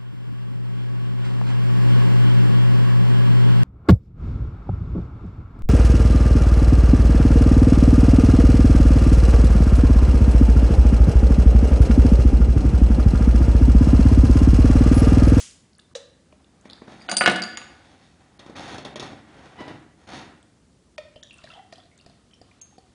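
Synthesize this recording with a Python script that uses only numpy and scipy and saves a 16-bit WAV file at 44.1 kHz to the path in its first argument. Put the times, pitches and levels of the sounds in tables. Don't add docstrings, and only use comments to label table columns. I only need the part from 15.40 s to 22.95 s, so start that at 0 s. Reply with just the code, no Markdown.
import sys
import numpy as np
from scipy import signal
from scipy.fft import rfft, irfft
from scipy.io import wavfile
from scipy.ndimage import uniform_filter1d, minimum_filter1d

SR = 44100
rng = np.random.default_rng(int(sys.argv[2]) if len(sys.argv) > 2 else 0)


def invert_db(x):
    u = np.asarray(x, float) / 20
    return 10 ** u


def put_to_file(sound):
    columns = np.atleast_2d(sound).T
    safe = np.clip(columns, -1, 1)
    whole_steps = np.round(safe * 32767)
    wavfile.write(sys.argv[1], SR, whole_steps.astype(np.int16))


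N = 332910


def unit(x):
    return x / np.sqrt(np.mean(x ** 2) + 1e-30)


def noise():
    return rng.standard_normal(N)


def coloured(x, spectrum):
    hz, db = np.transpose(spectrum)
    f = np.maximum(np.arange(len(x) // 2 + 1) * SR / len(x), 1)
    gain = invert_db(np.interp(np.log(f), np.log(hz), db))
    return irfft(rfft(x) * gain, len(x))


def resonate(x, peaks):
    out = 0
    for hz, width_hz, db in peaks:
        b, a = signal.iirpeak(hz, hz / width_hz, fs=SR)
        once = signal.lfilter(b, a, x)
        out = out + invert_db(db) * signal.lfilter(b, a, once)
    return out


def ring(modes, scatter_db=0., length_s=.4, rise_s=0.00014):
    t = np.arange(int(length_s * SR)) / SR
    chance = rng.standard_normal((len(modes), 2))
    out = np.zeros(len(t))
    for (hz, db, t60_s), (level, phase) in zip(modes, chance):
        decay = invert_db(db + scatter_db * level - 60 * t / max(t60_s, .002))
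        out += decay * np.sin(2 * np.pi * hz * t + 3 * phase)
    out *= np.sin(np.pi / 2 * np.minimum(t / rise_s, 1)) ** 2
    return out / np.max(np.abs(out))


def crack(t60_s, lo_hz, hi_hz, length_s=.1):
    t = np.arange(int(length_s * SR)) / SR
    band = signal.butter(3, [lo_hz, min(hi_hz, 20000)], "bandpass", fs=SR, output="sos")
    out = signal.sosfilt(band, rng.standard_normal(len(t)) * invert_db(-60 * t / t60_s))
    return out / np.max(np.abs(out))


def damped(x, stop_s, fall_db_s):
    return x * invert_db(-fall_db_s * np.maximum(np.arange(len(x)) / SR - stop_s, 0))


def highpass(x, hz):
    return signal.sosfilt(signal.butter(2, hz, "highpass", fs=SR, output="sos"), x)


def add(out, s, x):
    i = int(s * SR)
    out[i:i + len(x)] += x[:N - i]


def curve(rows):
    s, *columns = np.transpose(rows)
    t = np.arange(N) / SR
    gate = uniform_filter1d(1. * ((t > s[0]) & (t < s[-1])), SR // 100)
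    return [np.interp(t, s, c) for c in columns] + [gate]


# frequency in Hz, density in dB per Hz.
ROOM_TONE = [(12, -60), (20, -35), (66, -2), (112, -6), (211, -5.5), (505, -17), (658, -18.5), (731, -21.5),
             (2610, -30.5), (3310, -30), (4540, -29.5), (8570, -31.5), (11200, -37.5), (14500, -78),
             (22000, -120)]


def room_tone():
    return invert_db(-59) * unit(coloured(noise(), ROOM_TONE))


# octave centre in Hz, t60 in s, level in dB re direct.
REVERB = [(126, 0.5, -4.5), (234, 0.73, -2), (487, 0.62, -7), (1000, 0.51, -8.5), (1750, 0.78, -7.5),
          (3690, 0.5, -6), (8900, 0.48, -9.5)]


def room(x):
    side_db = -34
    t = np.arange(int(1.2 * SR)) / SR
    onset = np.clip((t - .003) / 0.0093, 0, 1)
    tails = 0
    for hz, t60_s, db in REVERB:
        band = signal.butter(2, [hz / np.sqrt(2), hz * np.sqrt(2)], "bandpass", fs=SR, output="sos")
        tail = rng.standard_normal((2, len(t))) * invert_db(-60 * t / t60_s) * onset
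        tail = tail / np.sqrt(np.sum(tail[0] ** 2))
        tails = tails + invert_db(db) * signal.sosfilt(band, tail)
    mid, side = signal.fftconvolve(x[None], tails, axes=1)[:, :N]
    return x + mid + invert_db(side_db) * side * np.array([[1], [-1]])


def grains(rate_hz, spread_db):
    chance = rng.random((3, N))
    clicks = (chance[0] < rate_hz / SR) * np.sign(chance[1] - .5)
    return clicks * invert_db(-spread_db * np.log(chance[2] + 1e-4))


def shift(rise_s, hold_s, release_db_s):
    t = np.arange(int(1.6 * SR)) / SR
    swell_db = 13 * np.minimum(t / rise_s - 1, 0)
    return invert_db(swell_db - release_db_s * np.maximum(t - rise_s - hold_s, 0))


# frequency in Hz, width in Hz, level in dB.
LEATHER = [(105.1, 180, 3), (179, 190, -0.5), (268, 160, 1.5), (511.7, 76, 4.5), (737, 230, 4.5)]
GRAIN = [(1888, 90, 3), (1063, 90, -1.5), (2430, 180, -6.5), (2670, 360, -2), (3490, 920, -0.5),
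         (3720, 260, -6.5), (4164, 710, -4.5), (5267, 640, -5.5), (6370, 500, -6.5), (9100, 1700, -17.5)]
CLOTH = [(1340, 1800, 0)]
# start in s, rise in s, hold in s, leather in dB, skin grain in dB re leather.
SHIFTS = [(0.844, 0.072, 0.68, -63.5, -16), (1.223, 0.039, 0.077, -53, -7), (1.41, 0.013, 0.042, -52, -22),
          (1.47, 0.018, 0.72, -49.5, -6), (2.208, 0.042, 0.28, -52.5, -6),
          (2.562, 0.052, 0.097, -60.5, 1.5), (2.75, 0.062, 0.17, -60.5, -10),
          (2.988, 0.011, 0.39, -47, -23), (3.151, 0.0081, 0.19, -37.5, -3), (3.438, 0.022, 0.016, -42, -30),
          (3.559, 0.018, 0.11, -39, -7.5), (3.847, 0.12, 0.15, -46.5, -11.5),
          (4.156, 0.049, 0.1, -39.5, -17.5), (4.574, 0.034, 0.039, -55.5, -6),
          (4.67, 0.024, 0.1, -37.5, -5)]
# time in s, peak in dB, treble in dB re peak.
KNOCKS = [(0.925, -42.5, -14.5), (1.254, -32.5, -16), (1.418, -30.5, -28.5), (1.478, -35.5, -23.5),
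          (1.518, -37, -10), (2.992, -41, 1), (3.062, -34, -10.5), (3.096, -29.5, -14.5),
          (3.381, -30, -2.5), (3.449, -29, 1), (3.459, -30, -20), (3.557, -27.5, -1.5), (3.596, -28.5, 0.5),
          (3.626, -28, -4.5), (4.205, -27, -18), (4.279, -30, -9.5), (4.298, -37, -22), (4.31, -31.5, -20),
          (4.726, -35, -13)]
# frequency in Hz, level in dB, t60 in s.
FRAME = [(220.4, -6, 0.062), (314, 8.5, 0.013), (460, -5.5, 0.022), (610, -9, 0.076), (760, -7, 0.014),
         (1030, 0.5, 0.012)]
# time in s, slip rate in Hz, level in dB.
SQUEAK = [(4.175, 962, -62), (4.19, 975, -44), (4.21, 983, -44.5), (4.235, 983, -48), (4.26, 992, -54),
          (4.29, 990, -47.5), (4.33, 983, -55), (4.39, 975, -68)]


def chair():
    jerks_hz, jerk_db, cloth_db = 40, 1.2, -4.5
    slips = unit(grains(800, spread_db=2.0)) + .5 * noise()
    skin = unit(resonate(slips, GRAIN))
    cloth = unit(resonate(noise(), CLOTH))
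    body = unit(resonate(slips, LEATHER)) + invert_db(cloth_db) * cloth
    grip = invert_db(jerk_db * unit(uniform_filter1d(noise(), int(SR / jerks_hz))))
    out, jolts = np.zeros(N), np.zeros(N)
    for s, rise_s, hold_s, db, skin_db in SHIFTS:
        body_gain = shift(rise_s, hold_s, release_db_s=102.5)
        skin_gain = shift(rise_s, hold_s, release_db_s=189.5)
        now = slice(int(s * SR), int(s * SR) + len(body_gain))
        rub = body_gain * body[now] + skin_gain * invert_db(skin_db) * skin[now]
        add(out, s, grip[now] * invert_db(db - 5.5) * rub)
    for s, db, treble_db in KNOCKS:
        add(out, s, invert_db(db) * ring(FRAME, 2.5, length_s=.15, rise_s=0.0028))
        add(jolts, s, invert_db(db + treble_db + 11.5) * crack(0.073, 1000, 11000))
    slip_hz, db, gate = curve(SQUEAK)
    wobble = 1 + .03 * unit(uniform_filter1d(noise(), SR // 300))
    phase = 2 * np.pi * np.cumsum(slip_hz * wobble) / SR
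    for k, part_db in enumerate([1.5, -1, -6.5, -13, -18], 1):
        out += gate * invert_db(db + part_db) * np.sin(k * phase)
    return highpass(out + resonate(jolts, GRAIN), 62)


# frequency in Hz, density in dB per Hz.
GAS = [(470, -46), (800, -9.5), (1990, -2), (2590, 0.5), (3150, 4), (3840, 0), (6720, 7.5), (11000, -3.5),
       (14300, -59.5), (22000, -120)]
# time in s, peak in dB, pitch in Hz.
TICKS = [(0.11, -42, 4680), (0.2494, -62, 2110), (0.332, -48.5, 4900), (0.351, -49, 4870),
         (0.383, -41.5, 8900), (0.388, -49.5, 1495), (0.393, -46, 3200), (0.396, -44, 4260),
         (0.512, -57, 1260), (0.924, -51, 2636), (1.044, -50.5, 3297), (1.211, -49, 7180),
         (1.2992, -33.5, 3776), (1.308, -37, 4167), (1.332, -28.5, 4160), (1.356, -51, 4483),
         (1.3655, -48, 4770), (1.377, -50.5, 1618), (1.253, -46, 2021), (1.417, -47, 2000),
         (1.477, -45, 1484), (1.334, -44.5, 4700), (0.398, -49, 7500), (1.612, -43, 2194),
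         (5.028, -49, 7400), (5.028, -51, 3300), (5.93, -47, 9000), (5.941, -45, 8600), (5.975, -49, 8560),
         (5.983, -44, 6430), (6.577, -44.5, 7360), (6.578, -62, 1465), (7.1124, -48.5, 2170)]
# frequency in Hz, level in dB, t60 in s.
NECK = [(526, -9, 0.12), (465, -15.5, 0.048), (602, -16, 0.048), (3900, 1.5, 0.011), (3580, -5.5, 0.011),
        (5790, -5, 0.009)]


def bottle():
    gas_db = -37 - 152 * np.arange(N) / SR
    out = invert_db(gas_db) * unit(coloured(noise(), GAS))
    for s, db, hz in TICKS:
        add(out, s, invert_db(db) * crack(55 / hz, .86 * hz, 1.16 * hz))
        add(out, s, invert_db(db - 10.0) * crack(0.0055, .45 * hz, 3.3 * hz))
    pop_s = .5515
    neck = ring(NECK, rise_s=0.0035)
    add(out, pop_s, invert_db(-24.5) * damped(neck, 0.0111, fall_db_s=2977.5))
    add(out, pop_s, invert_db(-32) * crack(0.043, 870, 3840))
    add(out, pop_s, invert_db(-39) * crack(0.21, 600, 2100, length_s=.2))
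    add(out, pop_s - .0045, invert_db(-52) * crack(0.061, 1500, 9000))
    add(out, pop_s, invert_db(-30.5) * crack(0.11, 2600, 7500))
    return out


# time in s, peak in dB, t60 in s, splash click in dB re peak.
GLUGS = [
    (5.58, -28.5, 0.072, -1.5),
    (5.759, -42, 0.055, -19),
    (6.04, -38.5, 0.038, -6),
    (6.325, -37, 0.036, -2.5),
    (6.662, -46.5, 0.035, -3),
    (7.014, -45, 0.032, -10),
    (7.381, -42, 0.032, -15),
]
# frequency in Hz, level in dB, t60 as a share of the gulp's.
MUG = [(975, 5.5, 0.33), (1270, 6, 0.36), (1850, 9, 0.85), (2350, -4, 0.43), (2400, 6, 0.41),
       (2500, 4, 0.6), (2840, 2, 0.43), (3250, 4, 0.49), (3610, -1.5, 0.9), (4300, -10, .4),
       (4560, 2, 0.54)]


def glugs():
    slap = [(155, -9.5, 0.017), (282, -4.5, 0.011), (493, -9.5, 0.017)]  # (Hz, dB, t60 s)
    out = np.zeros(N)
    for s, db, t60_s, click_db in GLUGS:
        hz = air_column(s)[0]
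        air = [(hz, 0, t60_s), (0.827 * hz, -8, t60_s / 2)]
        glass = [(f, g, share * t60_s) for f, g, share in MUG]
        add(out, s, invert_db(db) * ring(air, length_s=.25, rise_s=0.14 * t60_s))
        add(out, s, invert_db(-40) * ring(slap, length_s=.1, rise_s=0.00099))
        add(out, s, invert_db(db + click_db + 4.0) * ring(glass, 1.25, length_s=.2, rise_s=0.00066))
        add(out, s, invert_db(db + click_db - 3) * crack(0.035, 980, 6500))
    return out


# time in s, peak in dB, pitch in Hz.
PLINKS = [(5.76, -33.5, 3100), (5.828, -32, 3370), (5.828, -33, 3770), (5.85, -51, 3320),
          (5.872, -44, 3640), (5.897, -42, 3250), (5.908, -30.5, 2750), (5.9404, -41.5, 2670),
          (5.986, -42, 2670), (6.102, -34, 2730), (6.1373, -32.5, 3140), (6.116, -39, 3480),
          (6.151, -45, 3150), (6.168, -46, 3300), (6.187, -50, 3060), (6.205, -55, 3250),
          (6.228, -54, 3170), (6.075, -54, 2600), (6.356, -41, 3210), (6.401, -45, 3460),
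          (6.5143, -48, 2060), (6.524, -52, 2160), (6.534, -54, 2220), (6.599, -46, 2780),
          (6.911, -48.5, 3130), (6.9348, -41, 3100), (6.93, -51.5, 2500), (6.94, -47, 5520),
          (6.662, -42, 4700), (7.0155, -42.5, 4730), (7.383, -44, 4500), (6.046, -55, 2400),
          (6.058, -52, 3030), (6.084, -49, 2240), (6.125, -42, 2000), (6.19, -42, 2000),
          (5.831, -39, 1760), (5.988, -45, 1400), (6.02, -52, 1110), (6.072, -43, 1880),
              (6.101, -41, 1340), (6.112, -46, 1520), (6.13, -51, 1160), (6.148, -45, 910),
              (6.16, -42, 820), (6.183, -42, 825), (6.172, -43, 875), (6.194, -34, 782), (6.383, -40, 715),
              (6.61, -49, 614), (6.698, -44.5, 698), (7.21, -44.5, 2740), (6.04, -44, 524),
              (6.325, -43, 503), (7.325, -48.5, 818)]
# time in s, peak in dB, centre in Hz.
SPATTER = [(5.833, -35.5, 6150), (6.038, -39.5, 4100), (6.041, -46, 4700), (6.052, -44, 3600),
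           (6.064, -53, 2100), (6.072, -43, 1730), (6.089, -48, 4300), (6.325, -44, 4300),
           (6.334, -43, 4600), (6.337, -46, 5440), (6.357, -49, 4300), (6.381, -47, 4460),
           (6.434, -51, 3900), (6.455, -51.5, 4070), (6.577, -56, 4300), (6.588, -51, 3910),
           (6.611, -46, 4700), (6.662, -43.5, 4600), (6.6963, -49, 4450), (7.0148, -46, 4770),
           (7.382, -48, 4530)]


def drops():
    out = np.zeros(N)
    for s, db, hz in PLINKS:
        t60_s = 0.055 * (1000 / hz) ** 0.52
        click_db = -20.5 + 5.5 * np.log2(hz / 1000)
        bubble = [(hz, 0, t60_s), (0.922 * hz, -9, t60_s / 2), (1.076 * hz, -9, t60_s / 2)]
        wall = crack(5.9 * t60_s, 0.898 * hz, 1.065 * hz, length_s=.2)
        add(out, s, invert_db(db - 6.0) * ring(bubble, length_s=.15, rise_s=0.00097))
        add(out, s, invert_db(db + click_db - 2.0) * crack(0.025, 0.843 * hz, 1.63 * hz))
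        add(out, s, invert_db(db - 17.0) * wall)
    for s, db, hz in SPATTER:
        add(out, s, invert_db(db) * crack(0.018, 0.918 * hz, 1.12 * hz))
        add(out, s, invert_db(db - 4.5) * crack(0.0073, .5 * hz, 2.5 * hz))
    return out


# frequency in Hz, level in dB, t60 in s.
RIM = [(6430, -4.5, 0.22), (6560, -3.5, 0.096), (7230, -10.5, 0.042), (6150, -4, 0.014)]


def clink():
    out, s = np.zeros(N), 7.2145
    add(out, s, invert_db(-36) * ring(RIM, length_s=0.18))
    add(out, s, invert_db(-39) * crack(0.033, 4600, 10000))
    return out


# time in s, splash in dB.
STREAM = [(5.56, -64), (5.82, -67), (5.97, -56), (6.03, -53.5), (6.05, -58), (6.09, -49.5), (6.14, -52),
          (6.21, -63.5), (6.29, -69), (6.33, -52), (6.41, -59.5), (6.5, -77), (6.57, -65), (6.7, -58),
          (6.85, -69), (7.1, -61), (7.549, -66)]
# frequency in Hz, density in dB per Hz.
SPLASH = [(590, -29), (1000, -8), (1450, -7), (1880, 10), (2300, -41), (2620, 9), (3200, 12.5), (9180, -4),
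          (11000, -9), (14300, -58), (22000, -120)]


def air_column(s):
    surge = np.exp(-((s - 6.185) / 0.048) ** 2)
    return 605 + 78 * (s - STREAM[0][0]) + 89.8 * surge, surge


def bubbles(count):
    out, t = np.zeros(N), np.arange(SR // 40) / SR
    start_s, end_s = STREAM[0][0], STREAM[-1][0]
    for when, size, loud in rng.random((count, 3)):
        hz = 900 * 5.6 ** size
        fade = np.exp(-t * hz / 7) * np.minimum(t / 0.00016, 1)
        chirp = np.sin(2 * np.pi * hz * t * (1 + 6 * t)) * fade
        add(out, start_s + when * (end_s - start_s), invert_db(-3 * np.log(loud + 0.0042)) * chirp)
    return unit(out) / 2


def stream():
    splash_db, gate = curve(STREAM)
    air_hz, surge = air_column(np.arange(N) / SR)
    splash = bubbles(count=2500) + .8 * unit(coloured(noise(), SPLASH))
    slosh = uniform_filter1d(rng.standard_normal((2, N)), SR // 160, axis=1)
    phase = 2 * np.pi * np.cumsum(air_hz) / SR
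    air = unit(slosh[0] * np.sin(phase) + slosh[1] * np.cos(phase))
    air_db = splash_db - 16.5 + 26 * surge
    return gate * (invert_db(splash_db - 8.5) * splash + invert_db(air_db) * air)


def pour():
    return glugs() + drops() + clink() + stream()


# time in s, peak in dB, contact centre in Hz, lid thud in dB re peak.
THUDS = [(1.684, -32.5, 2500, -8), (1.6887, -16, 1832, -10.5), (1.6955, -22, 1500, -5.5),
         (1.715, -16, 2992, -6), (1.726, -22, 799.4, -1), (1.7678, -20.5, 3155, -11.5),
         (1.7815, -24, 3015, -16), (1.8095, -4.5, 1380, -11.5), (1.8164, -12.5, 1480, -12.5),
         (1.838, -12, 2108, -8), (1.860, 0.5, 2260, -20), (1.8643, -6.5, 2657, -13),
         (1.8759, -3.5, 1980, -4), (1.8816, -13.5, 1200, -3), (1.8967, -11, 2500, -5.5),
         (1.9139, -18, 1000, -0.5), (1.9591, -20, 2400, -13), (2.0209, -24, 3020, -9),
         (2.036, -24.5, 2620, -11), (2.1722, -22, 2250, -30), (2.216, -30.5, 2000, -22)]
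# frequency in Hz, level in dB, t60 in s.
WOOD = [(895, -2, .06), (1200, 1, .1), (1456, 0.5, 0.12), (1495, 0, 0.093), (1720, 0.5, 0.081),
        (1940, -9, 0.065), (2140, -2.5, 0.076), (2130, -7, 0.055), (2505, -4, 0.051), (2820, -5, 0.067),
        (2897, -4, 0.1), (3250, -7.5, 0.047), (3370, -9.5, .05), (3900, -9.5, 0.11)]
LID = [(184.8, -8.5, 0.1), (225.8, -3.5, 0.081), (345, -2, 0.057), (520, 0, 0.043), (637, -2, 0.065),
       (715, 0.5, 0.072), (744.6, -4.5, 0.16)]
# time in s, then bar, hook, high modes and click, all in dB.
RINGS = [(1.605, -46, -61, -65.5, -55), (1.619, -43, -63.5, -61, -48.5), (1.6952, -24, -38, -28.5, -29.5),
         (1.7141, -28.5, -21, -19, -25), (1.7676, -14, -30.5, -12.5, -10.5),
         (1.7817, -22.5, -36.5, -24.5, -19), (1.803, -23.5, -51, -37.5, -45.5),
         (1.860, -41.5, -40, -41, -20), (1.8758, -44.5, -32.5, -28.5, -19.5), (1.898, -41, -50, -42, -25.5),
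         (1.9144, -52.5, -52.5, -33, -27), (1.96, -31.5, -40, -39, -27.5), (2.0205, -17, -39, -48.5, -26),
         (2.038, -26.5, -31, -49, -33.5), (2.1721, -33.5, -27, -39, -31)]
# frequency in Hz, level in dB, t60 in s.
BAR = [(4753, -3.5, 0.4), (4870, -12.5, .15), (4680, -15, 0.3), (4450, -21, 0.26), (4580, -0.5, 0.027),
       (4860, -3, 0.044)]
HOOK = [(6700, -6.5, 0.09), (6910, -1.5, 0.041), (7200, -14.5, 0.05), (6525, -17.5, 0.05),
        (7600, -20.5, 0.03)]
HIGH = [(9060, -5, 0.092), (9000, -1.5, 0.04), (8870, -9.5, .06), (7960, -8, 0.056), (6300, -9.5, 0.11),
        (5920, -9, 0.046), (8330, -11, .03)]


def opener():
    out = np.zeros(N)
    for s, db, hz, lid_db in THUDS:
        blow = ring(WOOD, 3., length_s=.15, rise_s=0.00071)
        blow = signal.lfilter(*signal.iirpeak(hz, 1.3, fs=SR), blow)
        add(out, s, invert_db(db - 7.5) * blow / np.max(np.abs(blow)))
        add(out, s, invert_db(db - 9.0) * crack(0.1, 0.24 * hz, 1.6 * hz))
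        add(out, s, invert_db(db) * crack(0.0034, .4 * hz, 1.7 * hz))
        add(out, s, invert_db(db + lid_db) * ring(LID, 2.5, length_s=.2, rise_s=0.0008))
    for s, bar_db, hook_db, high_db, click_db in RINGS:
        steel = invert_db(bar_db) * ring(BAR, 1.25, length_s=.5)
        steel += invert_db(hook_db) * ring(HOOK, 1.25, length_s=.5)
        steel += invert_db(high_db) * ring(HIGH, 1.25, length_s=.5)
        free_s = .09 if s < 2.0 else .45
        add(out, s, damped(steel, free_s, fall_db_s=2498.5))
        add(out, s, invert_db(click_db) * crack(0.026, 3200, 9500))
    return highpass(out, 45)


def scene():
    steel_and_wood = opener()
    left_minus_right_db = -.3
    pan = invert_db(np.array([[.5], [-.5]]) * left_minus_right_db)
    aside = steel_and_wood * (pan - 1)
    return room(bottle() + steel_and_wood + chair() + pour()) + aside + room_tone()


def starve(x):
    hz, _, z = signal.stft(x, SR, nperseg=512)
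    power = np.abs(z).mean(axis=0)[:256] ** 2 + 1e-20
    power = power.reshape(64, 4, -1).mean(axis=1)
    spread = uniform_filter1d(power, size=11, axis=0)
    coming = -minimum_filter1d(-spread, size=3, origin=-1)
    centre_hz = hz[2:256:4, None]
    mask_db = -23 + 1.45 * centre_hz / 1000 + 3.5 * rng.standard_normal(power.shape)
    kept = (centre_hz < 900) | (power > coming * invert_db(2 * mask_db))
    z[:, :256] *= np.repeat(kept, 4, axis=0)
    return signal.istft(z, SR, nperseg=512)[1][:, :N]


def low_pass(x):
    return signal.sosfilt(signal.butter(12, 11320, fs=SR, output="sos"), x)


def record(dry):
    saturation, top_hz = .5, 10900
    rounded = np.tanh(dry * saturation) / saturation
    lowpass = signal.ellip(10, .2, 80, top_hz, fs=SR, output="sos")
    mix = starve(signal.sosfilt(lowpass, rounded))
    return low_pass(mix)


dry = scene()
out = record(dry)
put_to_file(out)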